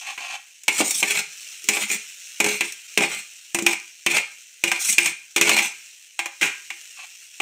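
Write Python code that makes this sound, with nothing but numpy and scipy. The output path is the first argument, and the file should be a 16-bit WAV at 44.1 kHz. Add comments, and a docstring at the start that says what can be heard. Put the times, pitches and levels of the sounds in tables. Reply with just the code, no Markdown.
"""Close by in a small kitchen, a pan sizzles faintly as a slotted steel spoon starts to knock and scrape
boiled potato off a hand-held steel plate: impacts and stick-slip friction excite the plate's modes.
From 0.8 s to 3 s lumps thud into the pan, and the spoon works on. At 6.4 s the plate is put aside with
a clatter; two knocks and a light rub follow. Throughout, the microphone colours the treble and a noise
suppressor cuts off the quiet low tails."""
import sys
import numpy as np
from scipy import signal
from scipy.fft import rfft, irfft, next_fast_len
from scipy.io import wavfile
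from scipy.ndimage import uniform_filter1d, map_coordinates

SR = 44100
rng = np.random.default_rng(int(sys.argv[2]) if len(sys.argv) > 2 else 0)


def wrap_up_sound(samples):
    """Save the sound to the file named by the first command line argument, as 16-bit audio."""
    columns = np.atleast_2d(samples).T
    # keep every value between -1 and 1, then stretch to whole-number steps
    tamed = np.clip(columns, -1, 1)
    steps = np.round(tamed * 32767).astype(np.int16)
    wavfile.write(sys.argv[1], SR, steps)


N = 326913

# steel strikes the plate: (time [s], level [dB], body [dB], bright edge [dB], deep ring [dB])
IMPACTS = [(0.069, -23, -16, -12, -46), (0.177, -19.5, -8, -15, -33.5), (0.635, -39.5, -13, 7, -20.5),
           (0.681, -2, -16, -9, -34.5), (0.908, -21.5, -20, 9, -29), (1.028, -4, -23.5, -10.5, -29.5),
           (1.107, -11, -27, -3.5, -30.5), (1.174, -11.5, -19, -11, -52), (1.641, -36.5, -22, 10.5, -8.5),
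           (1.687, -4, -16.5, -2.5, -26), (1.769, -13, -9, -11, -25), (1.901, -17.5, -13.5, -6.5, -28),
           (2.402, -5.5, -11.5, -4.5, -22.5), (2.443, -8, -12, -6, -22), (2.462, -13.5, -11, -4.5, -14),
           (2.608, -5.5, -21, -11, -29.5), (2.722, -30, -29.5, 6, -41.5), (2.975, -2.5, -15, -8, -21.5),
           (3.007, -13, -10.5, -8, -16), (3.036, -10.5, -14, -21.5, -24.5), (3.546, -11, -8, -1, -20.5),
           (3.587, -13.5, -10, -5.5, -26), (3.623, -26.5, -19, 4.5, -2.5), (3.664, -1.5, -15.5, -7, -29.5),
           (3.730, -19.5, -10, -7, -28), (4.063, -2.5, -18.5, -11, -26), (4.116, -15.5, -17, -6, -26),
           (4.169, -6.5, -14.5, -12, -38), (4.182, -9, -20, -16, -40), (4.638, -6, -15.5, -6.5, -26.5),
           (4.716, -4, -14.5, -10.5, -37.5), (4.982, 0, -22.5, -8.5, -37.5), (5.059, -9, -15.5, -4, -34.5),
           (5.362, -6, -14, -4.5, -21.5), (5.412, -2, -19.5, -4.5, -25), (5.474, -9.5, -13, -9, -21),
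           (5.493, -1.5, -11, -7, -30.5), (5.514, -6, -13, -16, -27.5), (5.566, -9.5, -10.5, -4, -37),
           (5.587, -5.5, -17, -10.5, -34), (6.191, -9, -15.5, -10, -40.5), (6.258, -15, -10.5, -10, -42),
           (6.703, -17.5, -16, -13, -37.5), (7.401, -10.5, -9, -13, -37.5)]
# tilting the plate shifts its two deep modes: (time [s], dish mode over rim mode [dB])
TILT_BALANCE = [(1.1, 6), (2.4, 5.5), (2.65, -7.5), (3.0, 9), (3.5, -16), (4.1, -6), (5.0, -18),
                (5.4, -2.5), (6.2, -22.5)]
# the plate's other strong modes: (frequency [Hz], level [dB], t60 [s])
PLATE_MODES = [(162.1, -6.5, 0.454), (206.8, 0.5, 0.21), (245.4, -8, 0.11), (297.6, -3, 0.17),
               (555.7, -8.5, 0.24), (708, -5, 0.16), (811, -2.5, 0.27), (928, -9, 0.082), (1001, -4.5, .23),
               (1208, -12.5, 0.202), (1603, -2.5, 0.19), (1782, -3, 0.19), (2000, -1, 0.15),
               (2093, -0.5, 0.25), (2153, 1, 0.22), (2245, 2.5, 0.19), (2420, 2, 0.27), (2446, 3, 0.24),
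               (2620, 1.5, 0.15), (2760, -5, 0.3), (2880, -2, .18)]
# the first crack of a contact: (frequency [Hz], level [dB])
CRACK_SPECTRUM = [(40, -41), (120, -18.5), (300, -5.5), (550, -16.5), (800, -9.5), (1300, -16), (1800, -13),
                  (2400, 2.5), (2950, -6.5), (3800, -14.5), (7000, -12), (15000, -13.5)]
# spoon strokes: (start [s], length [s], pressure [dB], edge hiss [dB], swell from start to end [dB])
SCRAPE_STROKES = [(0.714, 0.094, -25.5, -28, 12.5), (0.852, .16, -35, -23, 3),
                  (1.054, 0.14, -22.5, -27, 3.5), (1.712, 0.12, -24.5, -28.5, 4.5),
                  (1.893, 0.058, -27, -29, -1), (2.467, 0.12, -25.5, -30.5, -9.5),
                  (2.645, 0.042, -31, -36.5, -5), (3.022, .04, -23, -37.5, -9),
                  (3.091, 0.1, -30.5, -35.5, 9), (3.69, 0.0425, -24, -31, 2), (4.102, 0.082, -24, -30, 8),
                  (4.657, 0.12, -27, -39.5, -1), (4.805, 0.13, -29, -20.5, 1.5),
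                  (5.008, .075, -23, -27.5, 4), (5.377, 0.014, -22, -45, -8),
                  (5.427, 0.17, -19.5, -29, -0.5), (5.63, 0.023, -21.5, -24, 3)]
# hiss of the spoon's edge: (frequency [Hz], level [dB])
EDGE_SPECTRUM = [(300, -40), (1300, -26), (2400, -11), (3600, -8.5), (6000, -3), (8300, 0.5), (11000, -1.5),
                 (15000, -2)]
# the plate touches several times as it is set down: (time [s], level [dB])
SET_DOWN_CONTACTS = [(6.412, -13.5), (6.419, -13.5), (6.428, -12.5), (6.44, -20.5), (6.456, -18.5),
                     (6.478, -39)]
# potato lands in the pan: (time [s], level [dB])
LANDINGS = [(0.803, -9.5), (0.812, -12), (1.025, -16.5), (2.462, -18), (3.006, -16), (3.022, -16)]
# thud of a lump: (frequency [Hz], level [dB])
THUD_SPECTRUM = [(40, -46), (130, -18.5), (300, -2.5), (450, -8), (800, 1), (1200, -16), (2000, -25),
                 (5000, -45.5)]
# light rubs that do not ring the plate: (start [s], length [s], level [dB], swell [dB])
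RUB_STROKES = [(0.0, 0.043, -40, 1), (0.066, .055, -33, -0.5), (0.194, .16, -34.5, 3.5),
               (6.973, 0.072, -41.5, 4)]
# dull grit of a rub: (frequency [Hz], level [dB])
RUB_SPECTRUM = [(150, -29), (450, -24.5), (600, -9.5), (800, -1), (1100, -7), (1800, -9.5), (2300, -2),
                (2700, 4.5), (3200, -4), (3600, -10.5), (5500, -13.5), (9000, -16), (15000, -24.5)]
# the oil flares up and settles: (time [s], level [dB], settling time [s])
OIL_FLARES = [(-.15, -34.5, 0.18), (1.2, -40.5, 1.86), (5.55, -42.5, .2), (6.3, -47.5, 1.3)]
# bubbles bursting in the oil: (frequency [Hz], level [dB])
OIL_SPECTRUM = [(40, -29.5), (400, -9.5), (1100, -13), (1600, -8), (2100, -2.5), (2700, 6.5), (3500, -3),
                (6000, 1), (9000, -2.5), (15000, -2.5)]
# reverberation time of the kitchen: (frequency [Hz], t60 [s])
ROOM_DECAY = [(150, 0.33), (1000, 0.44), (3000, 0.39), (8000, 0.31), (15000, 0.084)]
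# microphone response: (frequency [Hz], gain [dB])
MIC_RESPONSE = [(25, -18), (60, -9.5), (130, -1), (200, 0), (4200, 0), (4700, -6.5), (5200, -1.5),
                (5600, 2.5), (7000, 2), (8700, 1), (9600, -7), (11300, -12), (12800, -8.5), (14000, -13.5),
                (15200, -10), (15500, -10), (15800, -30)]
# noise suppressor threshold: (frequency [Hz], level per bin [dB])
GATE_THRESHOLD = [(100, -67), (400, -56), (1000, -61), (1600, -94), (2500, -100)]

RIM_MODE, DISH_MODE, PAN_MODE = (344, 0.38), (419, 0.27), (812, 0.17)  # (frequency [Hz], t60 [s])
CLANK_HZ, CLANK_SCATTER = 2460, .07  # centre of the clank; relative spread from spot to spot
GRIP_S, SCRAPE_LIFT_T60_S, RUB_LIFT_T60_S = .015, .11, .1  # the spoon bites, then fades as it lifts
CATCH_DB, CATCH_PER_S = 2, 45  # a sliding spoon catches and frees itself in spurts
SIZZLE_REST_DB, FLARE_RISE_S = -53, 0.13
TOP_HZ = 16000
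TIME = np.arange(N) / SR
RING_TIME = np.arange(SR * 3 // 5) / SR  # time within one ring [s]


def knocks(modes):
    """Impact excitation: a tick, a crack, then free vibration; the place of contact sets the timbre."""
    out = np.zeros(N)
    for start, db, body_db, edge_db, deep_db in IMPACTS:
        tick = amp(-4) * burst([(1500, -27), (6000, 0.5), (15000, -1)], t60=0.012)
        crack = amp(-5.5) * burst(CRACK_SPECTRUM, t60=0.055)
        blow = tick + crack + amp(-30.5) * plate_ring(modes, scatter_db=3.0)
        clank_hz = CLANK_HZ * np.exp(CLANK_SCATTER * rng.standard_normal())
        clank = [(clank_hz / 1.27, 2), (clank_hz, 1.5), (clank_hz * 1.23, 1)]
        # a blow that moves the whole plate also thumps
        tone = [(200, deep_db + 19.0), (800, body_db + 16), *clank, (6000, edge_db + 5.5)]
        tilt_db = np.interp(start, *np.transpose(TILT_BALANCE)) / 2
        rim = amp(deep_db - tilt_db - 3.5) * damped_mode(*RIM_MODE)
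        dish = amp(deep_db + tilt_db - 4.5) * damped_mode(*DISH_MODE)
        add(out, start, amp(db + 1.24) * (colour(blow, tone) + rim + dish))
    return out


def plate_modes(upper_db, upper_t60, count=140):
    """Normal modes of the plate, one a row: the strong low ones, then many weak high ones."""
    upper = [(hz, upper_db, upper_t60 * np.sqrt(5000 / hz)) for hz in rng.uniform(1900, 15500, count)]
    hz, db, t60 = np.array(PLATE_MODES + upper).T[:, :, None]
    return amp(db) * damped_mode(hz, t60)


def plate_ring(modes, scatter_db, detune=0.0049):
    """Modal superposition: each spot has its own weights; loading by spoon and potato shifts the pitch."""
    weights = amp(rng.normal(0, scatter_db, len(modes))) * rng.choice([-1, 1], len(modes))
    pitch_ratio = 1 + detune * rng.standard_normal()
    return np.interp(RING_TIME * pitch_ratio, RING_TIME, weights @ modes)


def scrapes(modes, spots=4):
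    """Stick-slip friction: coarse slips of the spoon ring the plate, fine ones hiss at its edge."""
    pressure, hiss = np.zeros(N), np.zeros(N)
    for start, length, pressure_db, hiss_db, swell_db in SCRAPE_STROKES:
        pressure += stroke(start, length, pressure_db, swell_db, SCRAPE_LIFT_T60_S)
        hiss += stroke(start, length, hiss_db, swell_db, SCRAPE_LIFT_T60_S)
    judder = unit(amp(2.0 * wobble(130) + CATCH_DB * wobble(CATCH_PER_S)))
    slips = pressure * judder * grains(rate=1600, spread_db=1.5)
    rasp = np.zeros(N)
    for k in range(spots):  # the spoon travels from spot to spot
        crack = amp(-2.5) * burst(CRACK_SPECTRUM, t60=.03)
        ring = amp(-32) * plate_ring(modes, scatter_db=3.0)
        response = crack + ring + amp(-33) * damped_mode(*DISH_MODE)
        nearness = np.maximum(0, np.cos(2 * np.pi * (3 * TIME + k / spots)))
        rasp += signal.fftconvolve(slips * nearness, response / np.linalg.norm(response))[:N]
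    tone = [(160, -3.5), (300, -8.5), (1000, -2.5), (2200, 3), (3200, 1.0), (4200, 6.5), (6000, -3)]
    # the contact squeaks at ever-changing pitches as the edge moves
    squeaks = patchy(grains(rate=13000, spread_db=2.5), depth_db=5.5)
    edge = unit(colour(squeaks, EDGE_SPECTRUM))
    return amp(-2.0) * patchy(colour(rasp, tone), depth_db=2.5) + amp(2.5) * hiss * judder * edge


def stroke(start, length, db, swell_db, lift_t60):
    """Envelope of sliding friction: the contact grips, swells or sags evenly, and lifts off."""
    t = np.arange(SR) / SR - GRIP_S
    grip = np.clip(t / GRIP_S + 1, 0, 1)
    slide_db = db + swell_db * (np.clip(t / length, 0, 1) - .5)
    lift_db = -60 * np.maximum(t - length, 0) / lift_t60
    gain = np.zeros(N)
    add(gain, start - GRIP_S, grip * amp(slide_db + lift_db))
    return gain


def plate_clatter(modes):
    """Repeated impact: the emptied plate is set down further off, and its lowest mode booms."""
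    out = np.zeros(N)
    for start, db in SET_DOWN_CONTACTS:
        crack = amp(-5.5) * burst(CRACK_SPECTRUM, t60=0.17)
        ring = amp(-26.5) * plate_ring(modes, scatter_db=0.5)
        add(out, start, amp(db) * (crack + ring))
    boom = amp(-46.0) * damped_mode(PLATE_MODES[0][0], t60=.45)
    add(out, SET_DOWN_CONTACTS[0][0], boom)
    return colour(out, [(160, -0.5), (230, -12), (350, 3), (700, -5), (1500, 8.5), (2400, 2.5),
                        (3200, 2), (6000, -1.5), (14000, -2.0)])


def lumps():
    """Inelastic impact: soft potato lands in the pan with a short thud and little treble."""
    out = np.zeros(N)
    for start, db in LANDINGS:
        add(out, start, amp(db - 5.5) * burst(THUD_SPECTRUM, t60=0.071))
    return out


def rubs():
    """Light sliding friction: each grain of contact gives a dull puff and rings the pan briefly."""
    level = sum(stroke(*rub, RUB_LIFT_T60_S) for rub in RUB_STROKES)
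    slips = grains(rate=1500, spread_db=2.5)
    response = burst(RUB_SPECTRUM, t60=0.042) + amp(-23) * damped_mode(*PAN_MODE)
    grit = signal.fftconvolve(slips, response)[:N]
    return amp(1.5) * level * unit(grit * amp(CATCH_DB * wobble(CATCH_PER_S)))


def sizzle():
    """Shot noise: many fine bubbles burst in the oil, with sparse louder spits."""
    activity = amp(SIZZLE_REST_DB)
    for start, db, settle_s in OIL_FLARES:
        age = np.maximum(TIME - start, 0)
        activity = activity + amp(db) * (1 - np.exp(-age / FLARE_RISE_S)) * np.exp(-age / settle_s)
    level = activity * amp(0.95 * wobble(13))
    bubbles = patchy(grains(rate=7000, spread_db=-0.5), depth_db=2)
    spits = amp(-13.5) * grains(rate=41, spread_db=1.5)
    return amp(3.0) * level * unit(colour(bubbles + spits, OIL_SPECTRUM))


def kitchen_reverb(x):
    """Reverberation: diffuse reflections from tiled walls decay exponentially, the treble first."""
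    hz, t, noise = signal.stft(rng.standard_normal(len(RING_TIME)), SR, nperseg=256)
    decay = amp(-60 * t / along(ROOM_DECAY, hz)[:, None])
    tail = signal.istft(noise * decay, SR, nperseg=256)[1]
    tail = np.pad(tail / np.linalg.norm(tail), (round(.006 * SR), 0))  # arrives 6 ms late
    return signal.fftconvolve(x, tail)[:N]


def damped_mode(hz, t60):
    """Damped harmonic motion of one mode after a blow."""
    return np.sin(2 * np.pi * hz * RING_TIME) * amp(-60 * RING_TIME / t60)


def burst(spectrum, t60):
    """Exponential decay of a puff of coloured noise that starts near rms 1."""
    fade = amp(-60 * RING_TIME / t60) * (1 - np.exp(-RING_TIME / 0.00027))
    puff = fade * colour(rng.standard_normal(len(RING_TIME)), spectrum)
    return puff * np.linalg.norm(fade) / np.linalg.norm(puff)


def grains(rate, spread_db):
    """Poisson process: tiny impulses of uneven size, on average rate a second, rms 1."""
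    size = amp(spread_db * np.minimum(rng.exponential(size=N), 4))
    return unit((rng.random(N) < rate / SR) * size * rng.standard_normal(N))


def patchy(x, depth_db):
    """Time-varying filtering: short-lived resonances come and go across the spectrum."""
    spectra = signal.stft(x, nperseg=512)[2]
    field = uniform_filter1d(rng.standard_normal(spectra.shape), size=2, axis=0)
    field = uniform_filter1d(field, size=8, axis=1)
    gain = unit(amp(depth_db * unit(field)))
    return signal.istft(spectra * gain, nperseg=512)[1][:N]


def wobble(rate):
    """Spline interpolation: a smooth random curve, rate knots a second."""
    return map_coordinates(rng.standard_normal(int(N * rate / SR) + 4), [np.arange(N) * rate / SR])


def colour(x, points):
    """Minimum-phase filtering through points of (frequency [Hz], gain [dB])."""
    size = 2 * next_fast_len(len(x) // 2 + 4096)
    gain = amp(along(points, np.fft.rfftfreq(size, 1 / SR)))
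    cepstrum = irfft(np.log(gain))
    cepstrum[1:size // 2] *= 2  # folding onto positive time makes the filter causal
    cepstrum[size // 2 + 1:] = 0
    return irfft(rfft(x, size) * np.exp(rfft(cepstrum)), size)[:len(x)]


def along(points, hz):
    """Interpolation of (frequency [Hz], value) points on a logarithmic frequency axis."""
    knots_hz, values = np.transpose(points)
    return np.interp(np.log(hz + 1), np.log(knots_hz + 1), values)


def add(track, start, sound):
    """Superposition of a sound on a track from start [s]."""
    i = max(0, round(start * SR))
    track[i:i + len(sound)] += sound[:max(0, N - i)]


def amp(db):
    """Decibel law: level to amplitude ratio."""
    return 10 ** (np.asarray(db) / 20)


def unit(x):
    """Normalisation to rms 1."""
    return x / np.sqrt(np.mean(x ** 2) + 1e-20)


def scene():
    """Direct and reverberant sound add; the further source has the larger share of reverberation."""
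    modes = plate_modes(upper_db=-9.0, upper_t60=0.092)
    near = knocks(modes) + scrapes(modes) + rubs() + lumps()
    far = plate_clatter(modes)
    room = kitchen_reverb(amp(-10.5) * near + amp(-7.5) * far)
    return (near + far + room + sizzle())[None]


def record(dry):
    """Transduction: microphone colour, spectral gating of quiet bands, soft saturation, band limit."""
    hz, _, spectra = signal.stft(colour(dry[0], MIC_RESPONSE), SR, nperseg=1024)
    power = np.abs(uniform_filter1d(np.abs(spectra) ** 2, size=7, axis=0))
    excess = (power / amp(along(GATE_THRESHOLD, hz))[:, None] ** 2) ** 2
    shut_gain = amp(-10)
    gate = shut_gain + (1 - shut_gain) * excess / (1 + excess)
    gated = signal.istft(spectra * gate, SR, nperseg=1024)[1][:N]
    saturated = gated / (1 + np.abs(gated / .85) ** 4) ** (1 / 4)
    size = next_fast_len(N + SR // 2)
    passband = np.fft.rfftfreq(size, 1 / SR) < TOP_HZ
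    return irfft(rfft(saturated, size) * passband, size)[None, :N]


dry = scene()
out = record(dry)
wrap_up_sound(out)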